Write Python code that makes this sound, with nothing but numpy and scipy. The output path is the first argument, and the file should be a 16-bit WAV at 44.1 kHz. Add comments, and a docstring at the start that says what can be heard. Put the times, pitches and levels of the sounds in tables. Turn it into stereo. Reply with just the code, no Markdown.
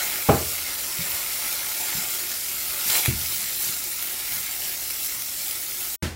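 """A small kitchen, a phone close to a hot steel pan that is swirled while water drops skate and boil on it.
The sizzle is shaped stereo noise: steam, random bursts, ticks and pan resonances. It flares as water
spreads out, once strongly, and slowly dries. The pan knocks on the hob, hard at first, then in a few
soft bumps, as damped sines and cracks with an echo; after the heavy landings the room booms.
Near the end the sound cuts out briefly; the room returns with one more knock and a short clatter."""
import sys
import numpy as np
from scipy import signal
from scipy.fft import rfft, irfft, next_fast_len
from scipy.io import wavfile
from scipy.ndimage import uniform_filter1d, minimum_filter1d, map_coordinates

SR = 44100
rng = np.random.default_rng(int(sys.argv[2]) if len(sys.argv) > 2 else 0)


def generate_wav(sig):
    """Save sig (samples, or channels by samples) to the path in sys.argv[1] as 16-bit PCM at SR."""
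    pcm = np.round(np.clip(np.atleast_2d(sig).T, -1, 1) * 32767).astype(np.int16)
    wavfile.write(sys.argv[1], SR, pcm)


N = 271215

TOP_HZ = 15800  # band limit of the phone
FIZZ_DB = -24.5  # level of the fine fizz before drying and flares


def amp(db):
    """Decibels to gain."""
    return 10 ** (np.asarray(db) / 20)


def unit(x):
    """x at rms 1."""
    return x / np.sqrt(np.mean(x ** 2) + 1e-20)


def along(points, hz):
    """The (Hz, value) points read on a log frequency axis."""
    f, v = np.transpose(points)
    return np.interp(np.log(hz + 1), np.log(f + 1), v)


def wobble(rate):
    """A smooth random curve with rate knots a second."""
    knots = rng.standard_normal(int(N * rate / SR) + 4)
    return map_coordinates(knots, [np.arange(N) * rate / SR])


def filtered(x, response):
    """x with its spectrum multiplied by a response of frequency."""
    n = x.shape[-1]
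    m = next_fast_len(n + SR // 4)
    return irfft(rfft(x, m) * response(np.fft.rfftfreq(m, 1 / SR)), m)[..., :n]


def add(track, s, sound):
    """Mix a sound into a track from time s on."""
    part = track[..., round(s * SR):][..., :sound.shape[-1]]
    part += sound[..., :part.shape[-1]]


def port_noise(n):
    """White noise at two microphone ports: alike in the bass, unrelated in the treble."""
    # likeness of the two ports: frequency_hz, correlation (0-1)
    likeness = [(200, 0.99), (450, 0.83), (1000, 0), (2600, 0.34), (4000, 0), (7000, 0)]

    def mid_and_side(hz):
        turn = np.arccos(np.clip(along(likeness, hz), 0, 1)) / 2
        return np.array([np.cos(turn), np.sin(turn)])

    mid, side = filtered(rng.standard_normal((2, n)), mid_and_side)
    return np.array([mid + side, mid - side])


def to_ports(hz, lead_s=0.0001683):
    """Sound from the pan reaches the left port a little before the right."""
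    return np.exp(2j * np.pi * hz * lead_s * np.array([[.5], [-.5]]))


def room_tone():
    """A faint steady rumble in the kitchen with a low hum in it."""
    # low murmur of the room, shape only: frequency_hz, density_db (per Hz)
    murmur = [(20, 2.5), (48, -0.5), (62, -5.5), (78, 2), (98, -7.5), (122, -2.5), (170, -9), (350, -5),
              (900, -32.5), (3000, -63)]
    rumble_db, hum_db, hum_hz = -52, -63, 53.4
    rumble = unit(filtered(port_noise(N), lambda hz: amp(along(murmur, hz))))
    drift = 0.97 * wobble(7.2)  # phase, rad
    hum = unit(np.sin(2 * np.pi * hum_hz * np.arange(N) / SR + drift))
    return amp(rumble_db) * rumble + amp(hum_db) * hum


def echo():
    """A diffuse stereo room tail of energy 1 in which the treble dies first."""
    # decay of the kitchen: frequency_hz, t60_s
    decay = [(100, 0.43), (500, 0.38), (1200, 0.36), (2500, 0.35), (10000, 0.07)]
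    hz, t, z = signal.stft(port_noise(SR // 2), SR, nperseg=256)
    fade = amp(-60 * t / along(decay, hz)[:, None])
    tail = signal.istft(z * fade, SR, nperseg=256)[1]
    return unit(tail) / np.sqrt(tail.shape[-1])


def ring(modes, t):
    """Sum of damped sines of alternating sign, one for each (Hz, dB, t60 s)."""
    return sum((-1) ** k * amp(db - 60 * t / t60) * np.sin(2 * np.pi * hz * t)
               for k, (hz, db, t60) in enumerate(modes))


def contact(cutoff_hz, pitch):
    """One contact rings the hob and cracks; a soft contact lets only the low part sound; the kitchen echoes."""
    # what the hob rings with: frequency_hz, level_db (relative), t60_s
    hob_modes = [(129.7, 1.5, 0.055), (202, -3.5, 0.069), (252, -6.5, 0.045), (382, 0, 0.044),
                 (426, -1.5, 0.072), (481, -0.5, 0.058), (586, -3, 0.05), (637, -0.5, 0.073),
                 (697, -5, 0.12), (822, -2, 0.075), (1023, -8, 0.076), (1205, 5.5, 0.024), (1326, -5, 0.04),
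                 (1457, -14, 0.074)]
    crack_db, crack_t60_s = 1.0, 0.064
    echo_db, echo_from_hz = -6.0, 240
    t = np.arange(SR) / SR
    # steel on glass also cracks briefly
    crack_band = signal.butter(1, [480, 1900], "band", fs=SR)
    crack = unit(signal.lfilter(*crack_band, port_noise(SR))) * amp(crack_db - 60 * t / crack_t60_s)
    softness = signal.butter(3, cutoff_hz, fs=SR)
    blow = signal.lfilter(*softness, ring(hob_modes, pitch * t) + crack)
    diffuse = signal.lfilter(*signal.butter(2, echo_from_hz, "high", fs=SR), echo())
    tail = signal.fftconvolve(blow, diffuse, axes=1)[:, :SR] * amp(echo_db)
    return (blow + tail) / np.abs(blow).max()


def room_boom():
    """The whole hob top gives way: a low push of air and its suck back set off the room's standing waves."""
    # standing waves of the kitchen: frequency_hz, level_db (relative), t60_s
    standing_modes = [(61.4, -16, 1), (70.2, -5, 0.91), (83.8, 6, 0.68), (130.5, -4, 0.76),
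                      (236.4, 5.5, 0.31), (317, 5.5, 0.3), (357, 6, 0.32)]
    push_db, push_s = 9, 0.0012
    standing_db, standing_top_hz = -4.5, 260
    t = np.arange(SR) / SR
    u = t / push_s
    push = u * (2 - u) * np.exp(-u)
    standing = signal.lfilter(*signal.butter(2, standing_top_hz, fs=SR), ring(standing_modes, t))
    return amp(push_db) * push / push.max() + amp(standing_db) * standing


def rattle():
    """Shaped noise that dies away: the steel rattles on after a heavy landing."""
    # colour of the rattle, shape only: frequency_hz, density_db (per Hz)
    rattle_colour = [(80, 9), (250, 1), (450, 2), (750, 4.5), (1100, 1), (1800, 6), (3500, 0.5), (7000, -4),
                     (15000, -11.5)]
    t60_s = 0.47
    noise = unit(filtered(port_noise(SR), lambda hz: amp(along(rattle_colour, hz))))
    return noise * amp(-60 * np.arange(SR) / SR / t60_s)


def knocks():
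    """The pan lands on the hob and rocks: ringing contacts, and a boom and rattle on heavy landings."""
    # one row per contact: start_s, level_db (blow before its echo), cutoff_hz, pitch_factor (of the spot struck)
    contacts = [(0.2877, -2.5, 900, 0.99), (0.2917, -3, 2870, 0.98), (0.2985, -7, 300, 0.97),
                (0.3398, -18.5, 200, 1.03), (0.988, -28, 150, 1.23), (1.006, -33, 140, 1.1),
                (1.018, -34, 130, 1.3), (1.125, -41, 80, 0.54), (1.948, -32.5, 140, 1.26),
                (1.967, -34, 150, 1.2), (1.9806, -33, 150, 1.44), (2.075, -44, 110, 1),
                (3.0794, -13.5, 164, 1.01), (3.0876, -17, 121, 1.11), (3.1445, -25, 70, 0.71),
                (3.667, -39, 120, 1.26), (3.692, -34, 140, 1.2), (6.025, -16.5, 187, 1.26)]
    # heavy landings: start_s, boom_db (relative), rattle_db (at its start)
    landings = [(0.29, -25.5, -44), (3.081, -29, -43), (6.025, -28.5, -25)]
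    balance_db, shade_hz, lead_s = -2, 230, 0.00018
    track = np.zeros((2, N))
    for s, db, cutoff_hz, pitch in contacts:
        add(track, s, amp(db) * contact(cutoff_hz, pitch))
    boom = room_boom()
    for s, boom_db, rattle_db in landings:
        add(track, s, amp(boom_db) * boom)
        add(track, s, amp(rattle_db) * rattle())

    def placing(hz):
        # long waves bend around the phone and reach both ports equally
        shade_db = balance_db * hz ** 2 / (hz ** 2 + shade_hz ** 2)
        return to_ports(hz, lead_s) * amp(np.array([[.5], [-.5]]) * shade_db)

    return filtered(track, placing)


def boil_rumble():
    """Spreading water boils hard enough to shake the pan's floor: swells of low noise."""
    # swells: peak_s, half_length_s, level_db
    swells = [(2.891, 0.034, -45), (3.386, 0.18, -53), (4.355, 0.049, -47), (4.688, 0.065, -54)]
    t = np.arange(N) / SR
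    low_band = signal.butter(2, [65, 230], "band", fs=SR)
    flutter = unit(signal.lfilter(*low_band, port_noise(N)))
    return flutter * sum(amp(db) * np.exp(-((t - s) / half) ** 2) for s, half, db in swells)


def boil_levels():
    """Levels (dB) of fizz and sputter: both ebb and move with every flare, the sputter a moment later."""
    # water runs onto hotter steel: peak_s, half_length_s, fizz_lift_db, sputter_lift_db (negative dips)
    flares = [(0.06, 0.14, 1.4, 4.5), (0.496, 0.064, 1.3, -3), (1.142, 0.076, 1.5, 3.5),
              (1.494, 0.14, 1.3, 2), (1.925, 0.21, 1.3, 3), (2.12, 0.029, 1.5, -2.5),
              (2.743, 0.077, -0.5, 3), (2.931, 0.14, 5, 3.5), (2.958, 0.056, 3.5, 7.5),
              (3.05, 0.021, -1, 6), (3.345, 0.086, 2.5, 1), (3.49, .035, 0, 0), (3.66, 0.1, 3, 1.6),
              (3.84, 0.065, -1, 0), (4.357, 0.06, 2.5, 2), (4.677, 0.049, 1.5, 1.5),
              (5.052, 0.026, 3.5, -1), (5.47, 0.14, 1.8, 0), (5.86, 0.079, 1.5, 0.5)]
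    sputter_start_db, sputter_lag_s = -20, 0.0061
    drying_from_s, drying_db_per_s, breakup_db_per_s = 3.26, 1, 1.19
    t = np.arange(N) / SR
    # the fine fizz holds its level until the water starts to run out
    fizz_db = FIZZ_DB - drying_db_per_s * np.maximum(t - drying_from_s, 0)
    # the coarse sputter fades from the start, as the big drops break up
    sputter_db = sputter_start_db - breakup_db_per_s * t
    for s, half, fizz_lift_db, sputter_lift_db in flares:
        fizz_db = fizz_db + fizz_lift_db * np.exp(-((t - s) / half) ** 2)
        sputter_db = sputter_db + sputter_lift_db * np.exp(-((t - s - sputter_lag_s) / half) ** 2)
    return fizz_db, sputter_db


def bubbles(rate, spread_db, life):
    """Power (mean 1) of steam bubbles bursting at random, each a sudden puff that decays by 1/e in life s."""
    births = rng.random(N) < rate / SR
    strength_db = spread_db * np.minimum(rng.standard_normal(N), 2.8)
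    power = births * amp(strength_db) ** 2
    power = signal.lfilter([1], [1, -np.exp(-1 / (life * SR))], power)
    return power / power.mean()


def add_spits(boiling, fizz_db):
    """Single drops burst: each adds the power of a snap and then fine spray, whatever the fizz level."""
    # drops that burst: start_s, level_db (relative)
    spits = [(2.317, -9), (2.484, -10), (2.9, 1), (2.952, -8), (2.9655, -13), (2.982, -16), (2.9985, -17),
             (3.0275, -7), (3.053, -7.5), (3.059, -1), (3.0725, -7), (3.8402, -6.5), (4.0258, -6),
             (4.099, -13), (4.2, -13), (4.5117, -10), (4.7412, -16), (4.907, -8), (5.046, -12),
             (5.061, -10), (5.123, -13), (5.2217, -11), (5.409, -20), (5.5104, -6.5)]
    trim_db, snap_t60_s = -6.5, 0.006
    spray_db, spray_t60_s = -10, 0.056
    t = np.arange(SR // 20) / SR
    snap = amp(-60 * t / snap_t60_s) ** 2
    spray = amp(spray_db - 60 * t / spray_t60_s) ** 2
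    for s, db in spits:
        add(boiling, s, amp(db + trim_db - fizz_db[round(s * SR)]) ** 2 * (snap + spray))


def droplets():
    """Flung droplets land and snap, each a damped sine of its own pitch and strength; rms 1."""
    rate, centre_hz, spread_octaves = 380, 5200, 0.62  # rate per second
    cycles, spread_db = 1.67, 1.5  # a tick falls to 1/e^2 in this many cycles
    draws = np.clip(rng.standard_normal((int(rate * N / SR), 4)), -2.2, 2.2)
    size, tone, left_phase, right_phase = draws.T
    starts = rng.integers(0, N, len(size))
    hz = np.minimum(centre_hz * 2 ** (spread_octaves * tone), TOP_HZ)
    k = np.arange(SR // 200)
    turns = hz[:, None] * k / SR
    envelope = amp(spread_db * size)[:, None] * np.exp(-2 * turns / cycles)
    places = (starts[:, None] + k).ravel()
    ports = []
    for phase in (left_phase, right_phase):
        ticks = envelope * np.sin(2 * np.pi * turns + phase[:, None])
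        ports.append(np.bincount(places, ticks.ravel(), N)[:N])
    return unit(np.array(ports))


def bowl(hz):
    """The way from the pan's floor to the ports, coloured by the bowl."""
    # the sizzle at each port, shape only: frequency_hz, density_db (per Hz)
    left_colour = [(200, -21), (480, -19), (850, -12), (1150, -9.5), (1500, -12.5), (1850, -5),
                   (2150, -7.5), (3000, -5), (4800, -3), (5400, -1.1), (6700, -2), (7400, -0.5), (8600, -2),
                   (11600, 0.5), (15500, 2.5)]
    # the same columns for the right port
    right_colour = [(200, -21.5), (480, -17.5), (880, -14.5), (1150, -19.5), (1430, -13.5), (1750, -12),
                    (2250, -3), (3600, -6.5), (5500, -4.5), (6500, -10.5), (7400, -7), (8500, -5.5),
                    (10300, -2.5), (15500, -4)]
    colour_db = np.array([along(left_colour, hz), along(right_colour, hz)])
    return unit(amp(colour_db)) * to_ports(hz)


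def patchy(x, depth_db):
    """Slow random patches of gain over frequency and time, as the drops skate around the bowl."""
    z = signal.stft(x, nperseg=512)[2]
    field = uniform_filter1d(rng.standard_normal(z.shape), size=3, axis=1)
    field = uniform_filter1d(field, size=12, axis=2)
    return signal.istft(z * amp(depth_db * unit(field)), nperseg=512)[1][:, :N]


def steel(x, flare_db):
    """The bursts ring the pan; each resonance wavers as drops cross its nodes, and shifts with the flares."""
    # narrow resonances: frequency_hz, width_hz, lift_db, flare_follow (further dB per dB of flare)
    pan_modes = [(367, 41, 8, -0.2), (573, 29, 7.5, -0.2), (714, 53, 6, 0.3), (845, 34, 5.5, 0.47),
                 (1305, 38, 8, -0.3), (1420, 60, 7.5, 0.53), (1640, 44, 1.5, -0.6), (2120, 115, 4.8, 0.21),
                 (2280, 120, -0.95, 0.06), (4080, 39, 3, 0.8), (7330, 300, 2.5, 0.07),
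                 (12000, 280, 1.5, 0.45), (12440, 300, -1, -0.1), (14700, 860, 1, 0)]
    swing_db, swings_per_s = 1.22, 5
    out = x
    for hz, width_hz, lift_db, flare_follow in pan_modes:
        ringing = signal.lfilter(*signal.iirpeak(hz, hz / width_hz, fs=SR), x)
        gain_db = lift_db + flare_follow * flare_db + swing_db * wobble(swings_per_s)
        out = out + ringing * (amp(gain_db) - 1)
    return out


def sizzle():
    """Thousands of tiny bursts a second, crackles and sharp pops over a hiss of steam; some whole drops spit."""
    steam, crackle, fine = 0.7, 0.14, 0.16  # shares of power
    pop, pop_growth_per_s = 0.022, 0.012
    droplet_db, droplet_follow = -10, 0.1
    mist_hz, mist_swing_db, split_hz = 11000, 0.5, 2500
    wander_db, wander_per_s = 0.6, 2.7
    fizz_db, sputter_db = boil_levels()
    flare_db = fizz_db - FIZZ_DB
    boiling = steam + crackle * bubbles(rate=260, spread_db=0.5, life=0.007)
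    boiling = boiling + fine * bubbles(rate=3400, spread_db=0.0, life=0.0008)
    # single pops stand out more as the pan dries
    pop_share = pop + pop_growth_per_s * np.arange(N) / SR
    boiling = boiling + pop_share * bubbles(rate=79, spread_db=0.5, life=0.0015)
    add_spits(boiling, fizz_db)
    # flares fling droplets harder
    ticks = droplets() * amp(droplet_db + droplet_follow * flare_db)
    bursts = np.sqrt(boiling) * port_noise(N) + ticks
    sound = patchy(filtered(bursts, bowl), depth_db=2.5)
    # the finest mist comes and goes by itself
    mist = filtered(sound, lambda hz: 1 - 1 / (1 + (hz / mist_hz) ** 8))
    sound = sound + mist * (amp(mist_swing_db * wobble(9)) - 1)
    sound = steel(sound, flare_db)
    # big drops carry the low end, which thins out as they break up
    low = filtered(sound, lambda hz: 1 / (1 + (hz / split_hz) ** 4))
    sputter = low * amp(sputter_db + 0.41 * wobble(16))
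    fizz = (sound - low) * amp(fizz_db)
    # the drops wander from side to side as the pan is swirled
    balance_db = wander_db * wobble(wander_per_s)
    flicker_db = 0.28 * wobble(45)
    return (sputter + fizz) * amp(flicker_db + np.array([[.5], [-.5]]) * balance_db)


def scene():
    """Sizzle and room tone drop out at the gap; only the last knock and the room follow it."""
    # silence near the end: start_s, end_s
    gap_s = (5.953, 6.024)
    fade_s = 0.01
    t = np.arange(N) / SR
    before = np.clip((gap_s[0] - t) / fade_s + 1, 0, 1)
    room = room_tone() * np.maximum(before, t > gap_s[1])
    return room + knocks() + boil_rumble() + sizzle() * before


def record(dry):
    """The phone drops the deepest bass, limits the peaks and keeps nothing above its band limit."""
    low_cut_hz, ceiling = 36.5, .95  # ceiling as a share of full scale
    dry = signal.lfilter(*signal.butter(2, low_cut_hz, "high", fs=SR), dry)
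    needed = np.minimum(1, ceiling / (np.abs(dry).max(axis=0) + 1e-9))
    gain = uniform_filter1d(minimum_filter1d(needed, size=64), size=64)
    return filtered(dry * gain, lambda hz: hz < TOP_HZ)


dry = scene()
out = record(dry)
generate_wav(out)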